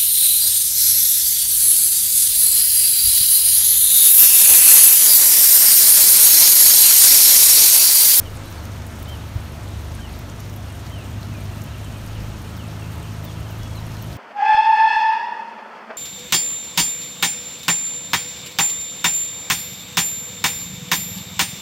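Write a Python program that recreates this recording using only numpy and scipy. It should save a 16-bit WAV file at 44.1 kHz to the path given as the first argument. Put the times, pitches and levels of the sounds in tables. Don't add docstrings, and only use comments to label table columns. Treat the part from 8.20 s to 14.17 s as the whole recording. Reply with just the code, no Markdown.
import sys
import numpy as np
from scipy import signal
from scipy.fft import rfft, irfft, next_fast_len
from scipy.io import wavfile
from scipy.ndimage import uniform_filter1d

SR = 44100
rng = np.random.default_rng(int(sys.argv[2]) if len(sys.argv) > 2 else 0)


def store_pcm(level_fs):
    pcm = np.round(np.clip(level_fs, -1, 1) * 32767).astype(np.int16)
    wavfile.write(sys.argv[1], SR, np.atleast_2d(pcm).T)


def gain_from_db(level_db):
    decades = np.asarray(level_db, float) / 20
    return 10 ** decades


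N = 263277
T = np.arange(N) / SR
SIZE = next_fast_len(N)
HZ = np.maximum(np.arange(SIZE // 2 + 1) * SR / SIZE, 1)


def walk(rate):
    hold = int(SR / rate)
    steps = rng.standard_normal(N // 100)[:N // hold + 1]
    drift = np.repeat(steps, hold)
    drift = uniform_filter1d(uniform_filter1d(drift, hold), hold)[:N]
    return drift / drift.std()


def turbulence(colour, swell_db, flicker_db, flicker_rate, tilt_db=0):
    hz, db = np.transpose(colour)
    colour_db = np.interp(np.log(HZ), np.log(hz), db, left=-90, right=-90)
    spectrum = rfft(rng.standard_normal(SIZE)) * gain_from_db(colour_db)
    swell = swell_db * walk(1.18)
    out = np.zeros(N)
    for centre in hz[0] * 2 ** np.arange(0, np.log2(hz[-1] / hz[0]) + .5, .5):
        window = np.cos(np.pi * np.clip(np.log2(HZ / centre), -.5, .5)) ** 2
        treble = np.clip(np.log2(centre / 2500), 0, 1)
        motion_db = swell + flicker_db * walk(flicker_rate) + treble * tilt_db
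        out += irfft(spectrum * window, SIZE)[:N] * gain_from_db(motion_db)
    return out / np.sqrt(np.mean(out ** 2))


def band(x, lo_hz, hi_hz):
    return signal.sosfilt(signal.butter(2, [lo_hz, min(hi_hz, .45 * SR)], "band", fs=SR, output="sos"), x)


def arched_calls():
    # (crest time [s], lead-in [s], tail [s], crest pitch [Hz], level [dB])
    arches = [(.035, -.012, .058, 3200, -44), (.912, .045, .052, 3165, -44),
              (1.818, .025, .105, 3140, -47.5), (2.735, .042, .1, 3140, -46), (3.64, .025, .045, 3170, -52),
              (4.565, -.02, .115, 3140, -48), (5.05, .005, .072, 3650, -49)]
    rise_s, droop_s, droop_hz = .078, .058, 660
    for s, lead, tail, hz, db in arches:
        t = np.arange(-lead, tail, 1 / SR)
        droop = 1 - np.exp(-(t / np.where(t < 0, rise_s, droop_s)) ** 2)
        yield s - lead, hz - droop_hz * droop, db - 65 * np.abs(t - .015)


def sliding_calls():
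    # (start time [s], length [s], start pitch [Hz], resting pitch [Hz], level [dB])
    slides = [(3.115, .08, 2800, 2330, -46), (3.505, .022, 4200, 2900, -45), (3.54, .022, 3050, 2100, -46),
              (3.932, .115, 4000, 2460, -48), (4.366, .115, 4200, 2480, -45),
              (4.812, .105, 4100, 2500, -45), (5.282, .085, 3650, 2450, -47), (5.53, .06, 3200, 2500, -54),
              (5.552, .048, 4500, 3650, -43)]
    settle_s, fade_db_s = .03, 30
    throat_hz, throat_width_hz, throat_db = 3020, 200, 6
    for s, length, start, rest, db in slides:
        t = np.arange(0, length, 1 / SR)
        hz = rest + (start - rest) * np.exp(-t / settle_s)
        off_throat = 1 - np.exp(-((hz - throat_hz) / throat_width_hz) ** 2)
        yield s, hz, db - fade_db_s * t - throat_db * off_throat


def plain_calls():
    # (start time [s], length [s], start pitch [Hz], end pitch [Hz], level [dB])
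    plain_notes = [(.245, .043, 3850, 4030, -52), (.722, .02, 2930, 3160, -48), (1.47, .1, 3540, 4050, -57),
                   (2.475, .05, 2950, 2680, -55), (3.19, .038, 2230, 2480, -54),
                   (3.385, .025, 2440, 2860, -53), (3.46, .025, 3000, 3180, -52),
                   (3.72, .059, 2620, 2450, -55), (3.82, .035, 2540, 3060, -54),
                   (5.165, .025, 2794, 2643, -52.5), (5.385, .081, 2945, 2940, -55),
                   (5.388, .085, 3360, 3335, -51), (5.47, .075, 3350, 3290, -54)]
    u = rng.random((170, 4))
    pitch, fall = 2400 + 900 * u[:, 1], 700 * (u[:, 2] - .3)
    start_s, length_s = 2.45 + 3.4 * u[:, 0], .012 + .03 * u[:, 3]
    far = np.transpose([start_s, length_s, pitch + fall / 2, pitch - fall / 2, -57 - 4 * u[:, 3]])
    for s, length, start, end, db in np.concatenate([plain_notes, far]):
        yield s, np.linspace(start, end, int(length * SR)), db


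def birds():
    out = np.zeros(N)
    wobble_hz = 15 * walk(120)
    for s, hz, db in [*arched_calls(), *sliding_calls(), *plain_calls()]:
        i, u = int(s * SR), np.linspace(0, 1, len(hz))
        hz = hz + wobble_hz[i:i + len(u)]
        swell = np.abs(np.sin(np.pi * u)) ** .3
        out[i:i + len(u)] += np.sqrt(2) * gain_from_db(db) * swell * np.sin(2 * np.pi * np.cumsum(hz) / SR)
    out = out * gain_from_db(2.4 * walk(160))
    t = T[:SR // 4]
    slope = rng.standard_normal(len(t)) * gain_from_db(-39 - 60 * t / .35)
    return out + signal.fftconvolve(out, slope)[:N]


def pings():
    # (time [s], pitch [Hz], t60 [s], level [dB])
    knocked_parts = [(.38, 4450, .02, -32), (.858, 3700, .012, -30), (1.788, 1600, .04, -32),
                     (.323, 5900, .03, -40), (.556, 4300, .03, -42)]
    out = np.zeros(N)
    for s, hz, t60, db in knocked_parts:
        t = np.maximum(T - s, 0)
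        onset = 1 - np.exp(-t / .001)
        out += gain_from_db(db - 60 * t / t60) * onset * np.sin(2 * np.pi * hz * t)
    return out


def bumps():
    # (time [s], pitch [Hz], length [s], level [dB])
    road_bumps = [(1.166, 97, 0.029, -15.5), (1.175, 50, 0.058, -26), (2.595, 102, 0.058, -31),
                  (4.89, 79.76, 0.046, -27), (5.214, 75, .05, -24.5), (.82, 55.03, .04, -32),
                  (2.98, 72.5, 0.075, -26.5), (5.414, 45, 0.049, -27)]
    out = np.zeros(N)
    for s, hz, length, db in road_bumps:
        swing = np.cos(2 * np.pi * hz * (T - s - .004))
        out += gain_from_db(db) * np.exp(-(3 * (T - s) / length) ** 2) * swing
    return out


def rattle():
    # (time [s], centre [Hz], level [dB])
    trim_ticks = [(.105, 11000, -48), (.156, 10000, -46), (.173, 7900, -43), (.26, 11000, -47),
                  (.316, 14500, -43), (.455, 11400, -46), (.668, 10600, -42.5), (.8, 10300, -49),
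                  (.829, 9600, -45), (.829, 14800, -42), (.889, 14800, -44), (1.323, 10670, -50),
                  (1.752, 9640, -42), (1.929, 9300, -48), (1.992, 15320, -44), (2.206, 11710, -45.5),
                  (2.364, 12100, -43), (3.439, 12700, -44), (3.647, 7800, -45), (3.865, 10500, -47),
                  (4.22, 11400, -49), (4.377, 15180, -46), (4.756, 13100, -50), (4.83, 7505, -47),
                  (5.045, 13100, -47), (5.051, 15200, -39), (5.321, 15330, -49), (5.668, 10500, -45.5),
                  (5.825, 13530, -40), (5.845, 10950, -48.5),
                  (.327, 6200, -46), (.454, 6200, -47), (.621, 6240, -47), (.893, 7600, -48),
                    (1.171, 5500, -48), (1.722, 6500, -46), (2.1, 6900, -44), (2.203, 6500, -44.5),
                    (2.298, 6500, -48), (2.667, 5200, -45), (3.031, 4770, -42), (3.256, 5540, -45.5),
                    (3.42, 6930, -42.5), (3.878, 5200, -47), (4.005, 5515, -45.5), (4.368, 5200, -44.5),
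                    (5.433, 5910, -43), (5.72, 5900, -45.5), (5.769, 4800, -45), (5.93, 4800, -44)]
    u = rng.random((350, 3))
    faint_db = -53.5 - 3 * u[:, 1] - 2 * np.log(1 - .93 * u[:, 2])
    faint = np.transpose([u[:, 0] * (N - 1) / SR, 3500 + 11500 * u[:, 1], faint_db])
    t = T[:SR // 40] - 1 / 80
    shape = np.exp(-(t / 0.0011) ** 2) + 0.23 * np.exp(-(t / 0.013) ** 2)
    out = np.zeros(N + 2 * len(t))
    for s, hz, db in np.concatenate([trim_ticks, faint]):
        noise = rng.standard_normal(len(t))
        burst = (band(noise, 0.815 * hz, 1.15 * hz) + 0.35 * band(noise, 3200, 12400)) * shape
        strength = np.sqrt(np.sum(burst ** 2) / (0.0027 * SR))
        i = int(s * SR)
        out[i:i + len(t)] += burst / strength * gain_from_db(db + 4.5)
    return out[len(t) // 2:][:N]


def road():
    # (frequency [Hz], density [dB per Hz])
    rumble_colour = [(20, -30), (36, -22), (50, -9), (65, 1.5), (90, 0), (115, 0), (140, -2.5), (200, -8.5),
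                     (226, -4.5), (250, -9.5), (330, -16), (450, -26), (600, -47)]
    rumble = turbulence(rumble_colour, swell_db=0.0, flicker_db=-0.8, flicker_rate=5.4)
    middle_s, half_s, extra_db = 3.2, 0.66, 3
    return rumble * gain_from_db(-37 + extra_db * np.exp(-((T - middle_s) / half_s) ** 2))


def engine():
    # (time [s], shaft rate [Hz], level of order 4 [dB])
    engine_course = [(0, 24.97, -35), (1, 24.96, -35.5), (2.3, 24.97, -36.5), (2.65, 25.08, -37.5),
                     (3, 25.22, -34.5), (3.65, 25.9, -34), (4.3, 26.64, -33.5), (5, 26.59, -33.5),
                     (5.97, 26.67, -32.5)]
    # (multiple of shaft rate, level under order 4 [dB], gain with shaft rate [dB per Hz],
    #  slow wander [dB], gain with speeding up [dB per Hz/s])
    other_orders = [(1, -17.5, -1.5, -6, 0), (2, -11, -1, 3, 4), (3, -1.5, -2.5, 1, -4.5),
                    (5, -9.5, -0.5, 1.5, 1), (6, -16.5, 3.5, -1, -2.5), (7, -18, 3, -0.5, -0.5),
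                    (8, -26, 4.5, 2.5, 3.5), (9, -17.5, -1.5, 1, -1.5), (10, -26.5, 2, 1, -2),
                    (12, -25, -1.5, 0.5, 0)]
    s, *columns = np.transpose(engine_course)
    hz, main_db = (np.interp(T, s, c) for c in columns)
    speeding = uniform_filter1d(np.gradient(hz) * SR, SR // 4)
    orders = [(4, main_db)]
    for k, db, rise, wander, pull in other_orders:
        order_db = main_db + db + rise * (hz - 25) + wander * walk(2.93) + pull * speeding
        orders.append((round(k), order_db))
    phase = 2 * np.pi * np.cumsum(hz * (1 + .002 * walk(5.993))) / SR
    drone = np.zeros(N)
    for k, db in orders:
        delay = 0.3 * walk(4.6) + np.pi / 2 * k ** 2
        drone += gain_from_db(db + 1.6 * walk(7)) * np.sin(k * phase + delay)
    return np.sqrt(2) * drone


def near_puff():
    # (time [s], level [dB])
    puff_course = [(0, -42.5), (.12, -46), (.2, -47.5), (.3, -47), (.42, -49.5), (.55, -62), (.8, -75)]
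    # (frequency [Hz], density [dB per Hz])
    puff_colour = [(600, -35), (1100, 2), (2200, -6), (4000, -4), (5800, -8), (7500, -8), (9200, -6.5),
                   (10500, -9), (15000, -25)]
    puff = turbulence(puff_colour, swell_db=-4.5, flicker_db=2.5, flicker_rate=31)
    return puff * gain_from_db(np.interp(T, *np.transpose(puff_course)))


def steam():
    # (time [s], level [dB])
    rush_course = [(0, -42), (.45, -41.5), (.6, -42.5), (2, -43), (3, -43), (5.2, -43), (5.97, -42.5)]
    # (frequency [Hz], density [dB per Hz])
    hiss_colour = [(180, -22.5), (300, -1), (461, -5.5), (686, -2.5), (783, -8), (864, -4.5), (1110, -8),
                   (1330, -8.5), (2040, -12.5), (3090, -14.5), (4900, -18.5), (6600, -19.5), (10300, -25.5),
                   (11800, -25), (15600, -29)]
    flutter_db = .6 * walk(35)
    hiss = turbulence(hiss_colour, swell_db=0.16, flicker_db=0.75, flicker_rate=16, tilt_db=flutter_db)
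    return hiss * gain_from_db(np.interp(T, *np.transpose(rush_course)) + 2.5)


def near_panels(x):
    # (frequency [Hz], width [Hz], gain [dB])
    panel_gains = [(853, 18, -0.5), (1290, 37, 4.5), (3030, 57, -0.5), (4880, 200, -3.5), (7560, 720, -3),
                   (10500, 790, -5.5)]
    spectrum = rfft(x, SIZE)
    for hz, width, db in panel_gains:
        spectrum = spectrum * gain_from_db(db / (1 + (2 * (HZ - hz) / width) ** 2))
    return irfft(spectrum, SIZE)[:N]


def scene():
    airborne = near_panels(birds() + rattle() + near_puff() + steam())
    return (airborne + pings() + bumps() + road() + engine())[None]


def low_pass(x):
    return signal.sosfilt(signal.butter(12, 16780, fs=SR, output="sos"), x)


def record(dry):
    top_hz = 15770
    cut = irfft(rfft(dry, SIZE) * np.clip((top_hz - HZ) / 40, 0, 1), SIZE)[:, :N]
    return low_pass(cut)


dry = scene()
out = record(dry)
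store_pcm(out)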